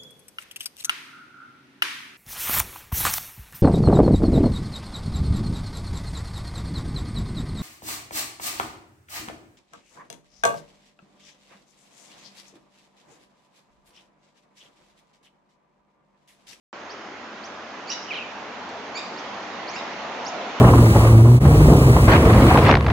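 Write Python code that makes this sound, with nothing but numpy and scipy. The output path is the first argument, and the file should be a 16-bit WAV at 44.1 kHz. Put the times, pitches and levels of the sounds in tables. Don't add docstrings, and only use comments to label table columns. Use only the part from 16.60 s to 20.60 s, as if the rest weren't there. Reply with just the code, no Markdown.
import sys
import numpy as np
from scipy import signal
from scipy.fft import rfft, irfft
from scipy.io import wavfile
from scipy.ndimage import uniform_filter1d

SR = 44100
rng = np.random.default_rng(int(sys.argv[2]) if len(sys.argv) > 2 else 0)


def store_wav(level_fs):
    pcm = np.round(np.clip(np.atleast_2d(level_fs), -1, 1) * 32767)
    wavfile.write(sys.argv[1], SR, pcm.T.astype(np.int16))


N = 176400
T = np.arange(N) / SR

# (frequency [Hz], relative level [dB])
HUSH_SPECTRUM = [(30, -47), (50, -44), (70, -29.5), (125, -17.5), (230, -1.5), (470, -4), (800, -2.5),
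                 (1370, -4), (2000, -9.5), (2600, -12.5), (4000, -21), (5300, -23.5), (6600, -26),
                 (7600, -38)]
# (frequency [Hz], side minus middle [dB])
STEREO_WIDTH = [(60, -17.5), (125, -19.5), (250, -18.5), (500, -12), (1000, -7.5), (2000, -4), (4000, -1),
                (7000, -2.5)]
# (frequency [Hz], left minus right [dB])
STEREO_LEAN = [(60, 0), (100, 4.5), (170, 1.5), (300, 1.5), (500, 1), (860, -0.5), (1460, -0.5), (2480, -4),
               (4220, -6), (7180, -2)]
# (frequency [Hz], relative level [dB])
TYRE_SPECTRUM = [(30, -56), (50, -48), (70, -28.5), (125, -20), (210, -5), (350, -6.5), (560, -2.5),
                 (720, 0.5), (1000, -2.5), (1400, -8), (2100, -10), (3400, -17), (5200, -23.5), (6400, -26),
                 (7600, -39.5)]
# (time [s], level [dB])
TYRE_SWELL = [(.13, -60), (.8, -45), (1.5, -40), (2.2, -38), (2.8, -35), (3.3, -34.2), (3.7, -33),
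              (4, -32.5)]
# (time [s], pitch [Hz], relative level [dB])
LOW_ENGINE = [(.13, 60, -79), (.8, 64.7, -73), (1.4, 72.5, -74), (2.0, 82, -62), (2.7, 81, -69),
              (3.3, 79.3, -63), (3.65, 78, -56), (4, 78.5, -63)]
HIGH_ENGINE = [(.13, 90, -68.5), (1.5, 89.7, -67.5), (2.1, 100, -67), (2.5, 102, -72.5), (3, 107.7, -60),
               (3.5, 114.7, -70), (4, 111.5, -71)]
# (start [s], length [s], pitch [Hz], relative level [dB])
INSECT_NOTES = [(0.135, 0.48, 6410, -64), (.36, .17, 5100, -60), (.63, 0.145, 5145, -61),
                (0.921, 0.16, 5100, -59), (1.135, 0.12, 6390, -65), (1.693, 0.073, 6400, -67),
                (1.903, 1.6, 6324, -69)]
# (start [s], rise time [s], first pitch [Hz], top pitch [Hz], relative level [dB])
CHIRP_NOTES = [(.291, .035, 3950, 6240, -42.5), (.827, .037, 3800, 6630, -44),
               (1.418, .030, 4250, 6500, -44), (2.563, .038, 3800, 6300, -43),
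               (3.071, .045, 3850, 6700, -40), (3.642, 0.015, 6050, 6900, -43.5),
               (3.649, .037, 4070, 6810, -35)]
# (delay [s], relative level [dB])
TRUNK_ECHOES = [(.0065, -11.5), (.013, -20.5), (0.023, -21.5), (.029, -22)]
# (time [s], relative level [dB])
SNAPS = [(.8425, -43), (2.0925, -37.5)]
# (time [s], pitch [Hz], relative level [dB])
FIRST_YELP = [(1.272, 2205, -52), (1.287, 2345, -40), (1.298, 2467, -35), (1.304, 2755, -28.5),
              (1.311, 2698, -32.5), (1.315, 2985, -32), (1.328, 2950, -31), (1.338, 2620, -38.5)]
SQUAWK_TUNE = [(1.472, 2500, -56.5), (1.485, 3045, -42), (1.503, 2860, -40), (1.510, 2590, -29),
               (1.520, 2309, -26), (1.524, 2164, -37), (1.541, 2000, -36), (1.549, 1813, -34.5),
               (1.556, 1653, -33), (1.578, 1423, -40)]
SECOND_YELP = [(2.343, 2137, -53), (2.353, 2226, -36.5), (2.364, 2315, -38), (2.375, 2446, -30.5),
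               (2.388, 2506, -37), (2.403, 2490, -43), (2.411, 2380, -42.5)]
THIRD_YELP = [(3.131, 2097, -40), (3.140, 2197, -39.5), (3.158, 2380, -39.5), (3.168, 2845, -29),
              (3.173, 2510, -45.5), (3.192, 2540, -39), (3.2, 2400, -52)]
# (frequency [Hz], relative level [dB])
FIRST_THROAT = [(1000, -21), (2000, -10.5), (2400, -7.5), (3000, 1), (4000, -1), (4900, -1.5), (5600, 6),
                (6300, -5.5), (7000, -15), (7800, -26.5)]
SQUAWK_THROAT = [(900, -34), (1600, -18.5), (2100, -5.5), (2700, 1.5), (3300, -4), (4100, -11),
                 (4700, -26.5), (5700, -20), (7000, -40.5)]
SECOND_THROAT = [(1200, -10.5), (2300, -1.5), (3600, -0.5), (4900, -0.5), (6000, -16.5), (7000, -7.5),
                 (7800, -19.5)]
THIRD_THROAT = [(1200, -20.5), (2300, -1.5), (3800, -1.5), (4300, -14), (5200, -2.5), (6200, -19),
                (7000, -11), (7800, -26.5)]
# (time [s], ringing pitch [Hz], relative level [dB])
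RASP_TUNE = [(1.578, 2900, -40), (1.583, 2763, -31.5), (1.59, 2727, -31), (1.594, 2574, -37.5),
             (1.612, 2525, -36), (1.627, 2504, -36), (1.630, 2420, -44)]

WOBBLE_S, LEVEL_WOBBLE = .0025, .38


def amp(db):
    return 10 ** (np.asarray(db) / 20)


def unit(x):
    return x / np.sqrt(np.mean(x ** 2) + 1e-20)


def level_at(points, hz):
    known_hz, db = np.transpose(points)
    return np.interp(np.log(hz + 1), np.log(known_hz + 1), db)


def trace(points, t):
    times, *columns = np.transpose(points)
    return [np.interp(t, times, column) for column in columns]


def add(mix, start, sound):
    part = mix[round(start * SR):][:len(sound)]
    part += sound[:len(part)]


def waver(size, seconds):
    hz = np.fft.rfftfreq(2 * size, 1 / SR)
    return unit(irfft(rfft(rng.standard_normal(2 * size)) / (1 + (hz * seconds) ** 4))[:size])


def angle(hz):
    return 2 * np.pi * np.cumsum(hz) / SR


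def distant_noise(spectrum, patchy_db):
    frames, hz = N // 512 + 5, np.fft.rfftfreq(2048, 1 / SR)
    mid_re, mid_im, side_re, side_im, patches = rng.standard_normal((5, frames, len(hz)))
    patches = unit(uniform_filter1d(uniform_filter1d(patches, size=8, axis=0), size=14, axis=1))
    mid = mid_re + 1j * mid_im
    side = (side_re + 1j * side_im) * amp(level_at(STEREO_WIDTH, hz))
    lean = level_at(STEREO_LEAN, hz)
    ears = np.array([(mid + side) * amp(lean / 2), (mid - side) * amp(-lean / 2)])
    ears *= amp(level_at(spectrum, hz) + patchy_db * patches)
    return unit(signal.istft(ears.swapaxes(1, 2), nperseg=2048, noverlap=1536)[1][:, :N])


def engine(curve):
    hz, db = trace(curve, T)
    return amp(db) * unit(np.sin(angle(hz)) * (1 + .41 * waver(N, .2)))


def insect(start, length, hz, db, fuzz_hz=50):
    t = np.arange(0, length, 1 / SR)
    whistle = waver(len(t), 1 / fuzz_hz) * np.sin(2 * np.pi * hz * t)
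    whistle += waver(len(t), 1 / fuzz_hz) * np.cos(2 * np.pi * hz * t)
    return start, amp(db) * signal.windows.tukey(len(t), .3) * whistle


def chirp(start, rise, first_hz, top_hz, db, fade_in_s=.014, drop_s=.007, sag_db=-7):
    t = np.arange(0, rise + drop_s, 1 / SR)
    up, down = np.minimum(t / rise, 1), np.clip((t - rise) / drop_s, 0, 1)
    level = np.minimum(t / fade_in_s, 1) * amp(db + sag_db * up ** 2) * (1 - down ** 4)
    level *= 1 + LEVEL_WOBBLE * waver(len(t), WOBBLE_S)
    hz = (first_hz + (top_hz - first_hz) * up ** 1.1) * (1 - .38 * down)
    hz *= 1 + .018 * waver(len(t), WOBBLE_S)
    return start, np.sqrt(2) * level * np.sin(angle(hz))


def trees(sound, echo_db, near_fade_s=.48, far_fade_s=1):
    t, ears = np.arange(SR) / SR, []
    for ear_db in (-3, 1):
        near, far = rng.standard_normal((2, SR)) * np.minimum(t / .0077, 1)
        near = amp(-5.5) * unit(near * amp(-60 * t / near_fade_s))
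        far = amp(-14.5) * unit(far * amp(-60 * t / far_fade_s))
        path = amp(echo_db) * (near + far) / np.sqrt(SR)
        add(path, 0, amp([ear_db]))
        for delay, trunk_db in TRUNK_ECHOES:
            add(path, delay + rng.uniform(0, .0005), amp([ear_db + echo_db + trunk_db]))
        ears.append(signal.fftconvolve(sound, path)[:N])
    return np.array(ears)


def snap(start, db, fade_s=.0011):
    t = np.arange(0, .01, 1 / SR)
    bright = signal.butter(2, [2500, 7500], "band", fs=SR, output="sos")
    burst = signal.sosfilt(bright, rng.standard_normal(len(t)))
    return start, amp(db) * unit(burst) * np.exp(-t / fade_s)


def cracking_call(tune, throat, crack_at, wobble, slower=2):
    t = np.arange(tune[0][0], tune[-1][0], 1 / SR)
    hz, db = trace(tune, t)
    cracked = np.clip((t - crack_at) / .00095, 0, 1)
    pitch_wobble = np.interp(cracked, [0, 1], wobble)
    phase = angle(hz * (1 + pitch_wobble * waver(len(t), WOBBLE_S)))
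    k = np.arange(1, 11)[:, None]
    gain = amp(level_at(throat, hz * k / slower)) * np.where(k % slower, cracked, 1)
    tones = gain * np.sin(phase * k / slower + rng.uniform(0, 2 * np.pi, k.shape))
    voice = tones.sum(0) / np.sqrt((gain ** 2).sum(0) / 2)
    return t[0], amp(db) * voice * (1 + LEVEL_WOBBLE * waver(len(t), WOBBLE_S))


def rasp(pulse_hz=185, depth=.59):
    t = np.arange(RASP_TUNE[0][0], RASP_TUNE[-1][0], 1 / SR)
    hz, db = trace(RASP_TUNE, t)
    pulses = 1 + depth * np.cos(angle(pulse_hz * (1 + .15 * waver(len(t), .008))))
    ring = np.sin(angle(hz * (1 + .035 * waver(len(t), WOBBLE_S))))
    return t[0], amp(db) * unit(pulses * ring)


def scene():
    yelps, chirps, near_bird, insects = np.zeros((4, N))
    add(yelps, *cracking_call(FIRST_YELP, FIRST_THROAT, crack_at=1.312, wobble=(.034, .045), slower=3))
    add(yelps, *cracking_call(SECOND_YELP, SECOND_THROAT, crack_at=2.372, wobble=(.01, .029)))
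    add(yelps, *cracking_call(THIRD_YELP, THIRD_THROAT, crack_at=3.17, wobble=(.0082, .01)))
    add(near_bird, *cracking_call(SQUAWK_TUNE, SQUAWK_THROAT, crack_at=1.522, wobble=(.006, .018)))
    for row in CHIRP_NOTES:
        add(chirps, *chirp(*row))
    add(near_bird, *rasp())
    for row in SNAPS:
        add(near_bird, *snap(*row))
    for row in INSECT_NOTES:
        add(insects, *insect(*row))
    insects = insects * amp([[-1], [-5]])
    tyres = amp(trace(TYRE_SWELL, T)[0]) * distant_noise(TYRE_SPECTRUM, patchy_db=1.38)
    engines = amp(-6.5) * engine(LOW_ENGINE) + engine(HIGH_ENGINE)
    birds = trees(yelps, echo_db=4) + trees(chirps, echo_db=-1) + trees(near_bird, echo_db=.5)
    hush = amp(-39) * distant_noise(HUSH_SPECTRUM, patchy_db=.9)
    return hush + tyres + engines + insects + birds


def record(dry):
    start_s, top_hz = .129, 7700
    treble_cut = signal.firwin(601, top_hz, window=("kaiser", 9), fs=SR)
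    return signal.oaconvolve(dry * (T >= start_s), treble_cut[None], "same")


dry = scene()
out = record(dry)
store_wav(out)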